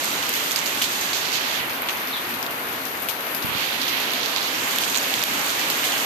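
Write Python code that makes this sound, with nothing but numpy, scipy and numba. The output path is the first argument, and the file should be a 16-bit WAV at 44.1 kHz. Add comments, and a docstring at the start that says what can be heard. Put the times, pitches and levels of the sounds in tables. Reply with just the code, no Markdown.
"""Steady rain on tiled roofs and a garden, heard from a veranda through a hand-held phone.
From the start, far drops merge into a noise wash, nearer ones patter, and damped tones tap and plink;
runoff from the eaves lands throughout as a slap, a click and a spray of fine droplets.
From about 1.3 s a finger, a resonant low-pass, dulls the right microphone and bumps the case at 1.6 s;
falling bird chips echo at 2.1 s, more bumps come near 3.5 s, the right side clears, a last chip at 5.9 s."""
import sys
import numpy as np
from scipy import signal
from scipy.fft import rfft, irfft, next_fast_len
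from scipy.io import wavfile
from scipy.ndimage import uniform_filter1d
from numba import njit

SR = 44100
rng = np.random.default_rng(int(sys.argv[2]) if len(sys.argv) > 2 else 0)


def persist_wave(psi):
    """Save psi, clipped to +-1, as 16-bit WAV."""
    counts = np.round(np.clip(psi, -1, 1) * 32767).astype(np.int16)
    wavfile.write(sys.argv[1], SR, np.atleast_2d(counts).T)


N = 266805
MIC_SPACING_M, SOUND_SPEED_M_S = 0.15, 343
TOP_HZ = 14250  # upper edge of the clicks and of the final output


def undb(db):
    """Level to amplitude: 20 dB is a factor of ten."""
    return 10 ** (np.asarray(db) / 20)


def unit(x):
    """Normalisation of mean power: scale to rms 1."""
    return x / np.sqrt(np.mean(x ** 2) + 1e-18)


def shape(points, hz):
    """Spectral envelope: gain at hz, interpolated in dB over log frequency."""
    point_hz, db = np.transpose(points)
    return undb(np.interp(np.log(hz + 1), np.log(point_hz), db))


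def colour(x, points):
    """Linear filtering: multiply the spectrum by an envelope of (Hz, dB) points."""
    n = x.shape[-1]
    size = next_fast_len(n)
    gain = shape(points, np.fft.rfftfreq(size, 1 / SR))
    return irfft(rfft(x, size) * gain, size)[..., :n]


def walk(rate):
    """Slow random modulation: levels drawn rate times a second, joined by ramps, spread near 1."""
    hold = int(SR / rate)
    steps = np.repeat(rng.standard_normal(N // hold + 2), hold)
    ramps = 1.5 * uniform_filter1d(steps, hold)
    return ramps[rng.integers(hold):][:N]


def sides(pan_db):
    """Level difference between the ears: left and right gains of mean power 1."""
    return unit(undb(np.array([[pan_db], [-pan_db]]) / 2))


def staggered(sound, lead_s):
    """Arrival-time difference: left and right copies, the left one earlier by lead_s."""
    lead = int(lead_s * SR)
    return np.array([np.roll(sound, max(-lead, 0)), np.roll(sound, max(lead, 0))])


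def add(out, start_s, sound):
    """Superposition: mix a short sound in at its time."""
    i = int(np.clip(start_s * SR, 0, N - 1))
    out[:, i:i + sound.shape[1]] += sound[:, :N - i]


def short_rms(x):
    """Energy normalisation: the energy of a sound of rms 1 lasting 2 ms."""
    return unit(x) * np.sqrt(.002 * SR / len(x))


def droplets(n, per_s, spread_db):
    """Random impulse train: many small clicks and few large, independent at each microphone."""
    hit = rng.random((2, n)) < per_s / SR
    size = undb(spread_db * np.minimum(rng.exponential(size=(2, n)), 3.3))
    sign = rng.choice([-1, 1], (2, n))
    return unit(hit * size * sign)


# Spectrum of rain on all roofs and leaves, before the shares below.
# Each row: frequency in Hz, level in dB per Hz.
RAIN_SPECTRUM = [(25, -103), (45, -93), (70, -78.5), (110, -71.5), (170, -69), (265, -63), (350, -63.5),
                 (560, -64), (1000, -60.5), (1800, -59.5), (3000, -62.5), (5500, -69), (9000, -72.5),
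                 (14000, -79.5)]
# Share of the rain heard as smooth wash. Each row: frequency in Hz, gain in dB.
WASH_SHARE = [(700, 0), (1800, -2), (3500, -1.1), (7000, -3), (12500, -3.5)]
# a low resonance that the rain keeps ringing
DRONE_HZ, DRONE_WIDTH_HZ, DRONE_DB = 265.5, 30, 3.1


def wash(likeness=0.95, flicker_db=0.65):
    """Diffuse field of countless far drops: both microphones agree only on the long waves."""
    size = next_fast_len(N)
    hz = np.fft.rfftfreq(size, 1 / SR)
    mid, side = rfft(rng.standard_normal((2, size)))
    # coherence of the two microphones falls as a sinc of spacing over wavelength
    wavelengths = MIC_SPACING_M * hz / SOUND_SPEED_M_S
    alike = likeness * np.sinc(2 * wavelengths)
    mid = mid * np.sqrt((1 + alike) / 2)
    side = side * np.sqrt((1 - alike) / 2)
    detuning = 2 * (hz - DRONE_HZ) / DRONE_WIDTH_HZ
    mid = mid * undb(DRONE_DB / (1 + detuning ** 2))
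    field = np.array([mid + side, mid - side]) * shape(RAIN_SPECTRUM, hz) * shape(WASH_SHARE, hz)
    # each octave above 200 Hz flickers on its own; the lowest band takes in all below
    octave = np.floor(np.log2(np.maximum(hz, 200) / 200))
    out = np.zeros((2, N))
    for k in np.unique(octave):
        band = irfft(field * (octave == k), size)[:, :N]
        out += band * undb(flicker_db * walk(9))
    return out


# Share of the rain heard as separate drops. Each row: frequency in Hz, gain in dB.
PATTER_SHARE = [(300, -46), (1000, -21), (2500, -8.5), (7000, -19), (12500, -3.5)]


def patter(per_s=2200, spread_db=3.5, flurry_db=1.8):
    """Shot noise: nearer drops tap on leaves, tiles and wet sand in small flurries."""
    taps = droplets(N, per_s, spread_db) * undb(flurry_db * walk(12))
    return colour(colour(taps, RAIN_SPECTRUM), PATTER_SHARE)


def leaf_taps(db=-31, scatter_db=-1.0, hz=2900, cycles=3.0, pan_spread_db=7, count=360):
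    """Heavily damped resonance: raindrops tap the nearest leaves and pots, each at its own pitch."""
    out, t = np.zeros((2, N)), np.arange(512) / SR
    for when, size, pitch, place in rng.uniform(-1, 1, (count, 4)):
        turns = hz * 2 ** pitch * t  # cycles elapsed
        envelope = turns * np.exp(-2 * turns / cycles)
        tap = short_rms(np.sin(2 * np.pi * turns) * envelope)
        pair = staggered(tap, place * MIC_SPACING_M / SOUND_SPEED_M_S)
        gains = undb(db + scatter_db * size) * sides(pan_spread_db * place)
        add(out, abs(when) * N / SR, gains * pair)
    return out


def puddle_plinks(db=-39, scatter_db=4, hz=1250, cycles=9, rise=0.078, pan_spread_db=5, count=260):
    """Bubble resonance: drops in puddles and pots trap air that rings briefly and rises in pitch."""
    out, t = np.zeros((2, N)), np.arange(2048) / SR
    for when, size, pitch, place in rng.uniform(-1, 1, (count, 4)):
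        turns = hz * 2.4 ** pitch * t  # cycles elapsed, before the rise
        rising = turns * (1 + rise * turns / cycles / 2)
        ring = np.sin(2 * np.pi * rising) * np.exp(-turns / cycles)
        pair = staggered(ring, place * MIC_SPACING_M / SOUND_SPEED_M_S)
        gains = undb(db + scatter_db * size) * sides(pan_spread_db * place)
        add(out, abs(when) * N / SR, gains * pair)
    return out


SLAP_LOW_HZ = 2050  # a drop is too small to radiate below this
CLICK_LOW_HZ = 7800  # lower edge of the click of first contact
# the wet ground answers every slap with a duller note: longest decay, and level against the ring
GROUND_HZ, GROUND_DECAY_S, GROUND_DB = 2500, .0004, -9


def slap(db, hz, ring_s, click_db):
    """Impact excitation: a sharp click and a knock that dies in a few cycles; levels are rms over 2 ms."""
    t = np.arange(512) / SR
    ring = np.sin(2 * np.pi * hz * t) * np.exp(-t / ring_s)
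    ground = np.sin(2 * np.pi * GROUND_HZ * t) * np.exp(-t / min(GROUND_DECAY_S, 2 * ring_s))
    radiation = signal.butter(4, SLAP_LOW_HZ, "highpass", fs=SR)
    knock = signal.lfilter(*radiation, ring + undb(GROUND_DB) * ground)
    contact = signal.butter(4, [CLICK_LOW_HZ, TOP_HZ], "bandpass", fs=SR)
    click = signal.lfilter(*contact, 1. * (t == 0))
    return undb(db) * short_rms(knock) + undb(click_db) * short_rms(click)


# treble of the spray at 13 kHz, added to how far the click stands above the slap
SPRAY_TREBLE_DB = -3.5
# the microphone that hears a drip more weakly also hears it later
LAG_S_PER_DB = 0.00006


def drip(db, hz, ring_s, click_db, spray_db, spray_s, pan_db):
    """Splash: a drop slaps the wet ground with a spray of droplets, brighter when the click is crisper."""
    t = np.arange(6144) / SR
    hit = slap(db, hz, ring_s, click_db)
    hit = np.pad(hit, (0, len(t) - len(hit)))
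    hit = staggered(hit, LAG_S_PER_DB * pan_db)
    treble_db = min(click_db - db + SPRAY_TREBLE_DB, 0)
    body = [(1650, -28), (2350, -3), (np.clip(hz, 2700, 6500), 0), (7000, -7), (13000, treble_db)]
    fine = droplets(len(t), 5000, spread_db=2.2)
    fading = np.exp(-(t / spray_s) ** 2 / 2)
    spray = unit(colour(fine, body)) * fading
    return sides(pan_db) * (hit + undb(spray_db) * spray)


# The biggest drips from the eaves. Each row: start in seconds, slap level in dB, pitch in Hz,
# ring decay in seconds, click level in dB, spray level at its start in dB, spray length in seconds
# (width of its bell-shaped fade), left minus right in dB.
EAVES_DRIPS = [(0.0445, -30, 4000, .0002, -30, -40, .008, 0),
               (0.0555, -28, 7500, .0002, -32, -40, .008, -2),
               (0.228, -25, 3000, .0004, -38, -38, .008, -5), (0.2927, -31, 6500, .0002, -24, -34, .008, 1),
               (0.5105, -24, 3600, .0002, -30, -30, .018, -5),
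               (0.5179, -29, 6500, .0002, -29, -34, .012, -5),
               (0.5604, -19.5, 4900, .0006, -29, -29.5, .028, -6),
               (0.590, -26.5, 6500, .0003, -38, -38, .008, -4),
               (0.660, -29, 4500, .0003, -38, -31, .02, -4),
               (0.8165, -19.5, 3400, .0005, -40, -30, .008, 1),
               (0.8201, -16.5, 3050, .0011, -27, -23.5, .02, 0),
               (0.8415, -24, 3600, .0004, -38, -26.5, .018, 0),
               (1.132, -24.5, 3900, .0004, -40, -28.5, .04, 0),
               (1.3275, -26, 2500, .0007, -38, -28, .04, -3), (1.356, -26, 4500, .0003, -35, -31, .02, -3),
               (1.820, -34, 3000, .0002, -30, -36, .012, 4), (1.887, -16.5, 3200, .0006, -42, -25, .012, 2),
               (1.8925, -23, 3200, .0007, -46, -29.5, .032, 0),
               (1.8958, -21, 2900, .0007, -46, -36, .01, -2), (2.3405, -26, 3800, .0004, -33, -33, .015, 2),
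               (2.4278, -21.5, 5500, .0003, -34, -31, .02, 4),
               (2.4647, -20.5, 3500, .0003, -40, -33, .01, 4),
               (3.0222, -32, 3000, .0002, -30, -32, .022, 2),
               (3.0868, -18, 3000, .0003, -26, -25, .021, 1.5),
               (3.093, -23, 2900, .0008, -46, -28, .018, 0),
               (3.3485, -24, 5000, .0002, -26.5, -28.5, .03, 1.5),
               (3.4235, -24, 3900, .0006, -45, -30, .012, 4), (3.595, -32, 3200, .0004, -46, -33, .06, -6),
               (3.8152, -28, 5000, .0003, -44, -27.5, .011, -1),
               (3.8805, -28, 3200, .0008, -35, -25.5, .014, -4),
               (4.1352, -28, 3800, .0002, -30, -35, .015, -2),
               (4.232, -30, 4500, .0003, -42, -32, .025, -5),
               (4.2602, -25.5, 4600, .00013, -32, -38, .01, -5),
               (4.3623, -22, 4200, .0003, -38, -31, .018, -7),
               (4.7606, -26.5, 7500, .0002, -31, -42, .008, -1),
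               (4.7855, -17, 3300, .0006, -24.5, -30.5, .008, 0),
               (4.807, -29, 3000, .0004, -38, -29.5, .035, 0),
               (4.8367, -21, 3200, .0008, -38, -28, .014, -7),
               (4.8793, -24, 2900, .0004, -31, -32, .025, -6),
               (4.946, -20, 3500, .0004, -40, -32, .008, -5),
               (4.954, -20, 4000, .0002, -33, -29.5, .018, -6),
               (4.9614, -20.5, 4200, .0005, -37, -32, .01, -5),
               (4.9742, -20, 7000, .0006, -30, -33, .008, -5),
               (4.984, -24, 6000, .0002, -36, -38, .008, -3),
               (5.1398, -16, 3400, .0006, -30, -27.5, .006, -1.5),
               (5.218, -25, 3800, .0005, -44, -35, .008, -7),
               (5.2273, -21.5, 5000, .0003, -37, -32, .007, -1),
               (5.2385, -14, 3600, .0003, -20, -26, .02, 0),
               (5.393, -27.5, 7300, .0003, -33, -42, .008, -3),
               (5.464, -29, 7500, .0003, -36, -40, .008, -5), (5.494, -29, 4800, .0004, -43, -32, .016, -4),
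               (5.504, -26, 3800, .0003, -44, -38, .008, -5),
               (5.7018, -19.5, 4200, .00015, -25.5, -29, .016, -1.5),
               (5.841, -23.5, 3000, .0004, -33, -28, .035, -2)]


def big_drips():
    """Isolated impacts: runoff from the eaves lands close by."""
    out = np.zeros((2, N))
    for start_s, *landing in EAVES_DRIPS:
        add(out, start_s, drip(*landing))
    return out


def small_drips(db=-30, scatter_db=3, hz=4200, ring_s=0.00022, click_db=-7, spray_db=-6, spray_s=0.05,
                pan_db=0, pan_spread_db=5, count=56):
    """Jittered impacts: smaller drips fall all along the roof edge, one at random in each equal span."""
    out = np.zeros((2, N))
    for k, (when, size, pitch, place) in enumerate(rng.uniform(-1, 1, (count, 4))):
        level = db + scatter_db * size
        pan = pan_db + pan_spread_db * place
        # click and spray levels are relative to the slap
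        sound = drip(level, hz * 1.55 ** pitch, ring_s, level + click_db, level + spray_db, spray_s, pan)
        add(out, (k + abs(when)) / count * N / SR, sound)
    return out


# Fingers on the case. Each row: start in seconds, peak level on the right in dB before that
# microphone's filters, contact time in seconds.
FINGER_BUMPS = [(1.6045, -30, .0016), (3.4445, -17.5, .0006), (3.466, -31, .0014), (3.4885, -22.5, .0007),
                (3.514, -27.5, .0009), (3.5515, -24.5, .0008)]
BUMP_PAN_DB = -33  # left minus right: the fingers sit at the right microphone


def fingers(low_hz=95, high_hz=330):
    """Stick-slip friction: each slip of a fingertip is one short push, heard as a dull thump."""
    out, t = np.zeros((2, N)), np.arange(SR // 10) / SR
    case = signal.butter(2, [low_hz, high_hz], "bandpass", fs=SR, output="sos")
    for start_s, db, contact_s in FINGER_BUMPS:
        push = -t * np.exp(-t / contact_s)
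        thump = signal.sosfilt(case, push)
        thump /= abs(thump).max()
        add(out, start_s, undb([[db + BUMP_PAN_DB], [db]]) * thump)
    return out


# Bird chips. Each row: start in seconds, length in seconds, start pitch and end pitch in Hz before
# the wobble, level in dB, left minus right in dB.
BIRD_CHIPS = [(2.114, 0.04, 4290, 3450, -23, -2), (2.148, 0.025, 3760, 3070, -25.5, -2),
              (5.918, 0.0115, 3690, 2650, -21, 0)]


def bird(wobble=.024, walls_db=3.5, walls_s=.04, first_echo_s=0.0081):
    """Frequency glide and reverberation: short, clear falling chips echo from the garden walls."""
    out, t = np.zeros((2, N)), np.arange(SR // 5) / SR
    for start_s, length_s, start_hz, end_hz, db, pan_db in BIRD_CHIPS:
        u = np.linspace(0, 1, int(length_s * SR))
        glide_hz = start_hz * (end_hz / start_hz) ** u
        hz = glide_hz * (1 + wobble * walk(310)[:len(u)])
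        envelope = np.sin(np.pi * u ** 1.24) ** 2
        chip = np.sin(2 * np.pi * np.cumsum(hz) / SR) * envelope
        walls = rng.standard_normal((2, len(t))) * np.exp(-t / walls_s) * (t > first_echo_s)
        walls *= undb(walls_db) / np.sqrt(np.sum(walls ** 2) / 2)
        walls[:, 0] = 1  # the direct path
        heard = signal.fftconvolve(walls, chip[None], axes=1)
        add(out, start_s, undb(db) * sides(pan_db) * heard)
    return out


# Strength of the shower. Each row: time in seconds, gain in dB.
SHOWER_STRENGTH = [(0, -.8), (1.5, -1.16), (2.4, -1.5), (3.35, -2), (3.62, -0.3), (3.85, -1.3), (5.2, 0.44),
                   (5.5, 0.6), (6.03, 1.6)]


def scene():
    """Superposition: wash, patter, taps and plinks follow the shower; drips, fingers and bird are added."""
    shower = undb(np.interp(np.arange(N) / SR, *np.transpose(SHOWER_STRENGTH)))
    noise = (wash() + patter()) * np.sqrt(SR / 2)  # makes the spectrum levels per Hz
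    rain = (noise + leaf_taps() + puddle_plinks()) * shower
    return rain + big_drips() + small_drips() + fingers() + bird()


# How far a finger covers the right microphone as the grip shifts.
# Each row: time in seconds, cover from 0 (open) to 1 (covered).
FINGER_COVER = [(0, 0.19), (0.9, 0.17), (1.3, 0.49), (1.56, 0.49), (1.65, 0.8), (2.1, 0.89), (3.0, 1),
                (3.43, 0.93), (3.56, 0.59), (4.2, 0.54), (4.55, 0.5), (4.78, 0), (6.03, 0.02)]
OPEN_HZ, COVERED_HZ = 15900, 1720  # cut-off of the gap under the finger
GAP_Q, HALF_COVER_Q = 0.78, 0.58  # sharpness of its resonance, and what half cover adds


def shaded(x, port_share=0.34):
    """Resonant low-pass: the gap's cut-off sinks as the finger closes it; the port resonance loses less."""
    hz, times, frames = signal.stft(x, SR, nperseg=512)
    cover = np.clip(np.interp(times, *np.transpose(FINGER_COVER)), 0, 1)
    cutoff_hz = OPEN_HZ * (COVERED_HZ / OPEN_HZ) ** cover
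    ratio = hz[:, None] / cutoff_hz
    q = GAP_Q + HALF_COVER_Q * np.sin(np.pi * cover) ** 2
    gain = 1 / np.hypot(1 - ratio ** 2, ratio / q)
    # towards 13 kHz only this share of the gain in dB applies
    share = np.interp(hz, [8500, 13000], [1, port_share])
    return signal.istft(frames * gain ** share[:, None], SR)[1][:N]


@njit
def peak_hold(size, release):
    """Envelope following: jumps to each peak and decays exponentially."""
    held, envelope = np.empty(len(size)), 0.
    for i in range(len(size)):
        envelope = max(size[i], envelope * release)
        held[i] = envelope
    return held


# Colour of the left microphone, with its port resonance near 12 kHz.
# Each row: frequency in Hz, gain in dB.
LEFT_MIC_COLOUR = [(900.0, 0.35), (1500.0, -1.4), (2300.0, -2), (3300.0, -3), (4500.0, -0.5), (5200.0, -3),
                   (6750.0, 0), (7200.0, -4.5), (8800.0, -2), (10200.0, 2.8), (11400.0, 7), (11900.0, 15),
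                   (12800.0, 11.5), (14000.0, 10)]
# Colour of the right microphone, which favours the presence range.
# Each row: frequency in Hz, gain in dB.
RIGHT_MIC_COLOUR = [(900.0, 0.3), (1500.0, 1.1), (2300.0, 2.6), (3300.0, 4.0), (4500.0, 4.6), (5200.0, 2.5),
                    (6750.0, 8.4), (7200.0, 5.8), (8800.0, 3.2), (10200.0, -0.5), (11400.0, -6.3),
                    (11900.0, 3.5), (12800.0, 4.4), (14000.0, 6.4)]


def record(dry):
    """Transduction and limiting: microphones colour, a limiter ducks at sharp ticks, the top is cut."""
    left = colour(dry[0], LEFT_MIC_COLOUR)
    right = shaded(colour(dry[1], RIGHT_MIC_COLOUR))
    mics = np.array([left, right])
    ceiling, release_s = .92, .05
    peaks = peak_hold(abs(mics).max(axis=0), np.exp(-1 / (release_s * SR)))
    limited = mics / np.maximum(peaks / ceiling, 1)
    top_cut = signal.ellip(12, .2, 80, TOP_HZ, fs=SR, output="sos")
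    return signal.sosfilt(top_cut, limited)


dry = scene()
out = record(dry)
persist_wave(out)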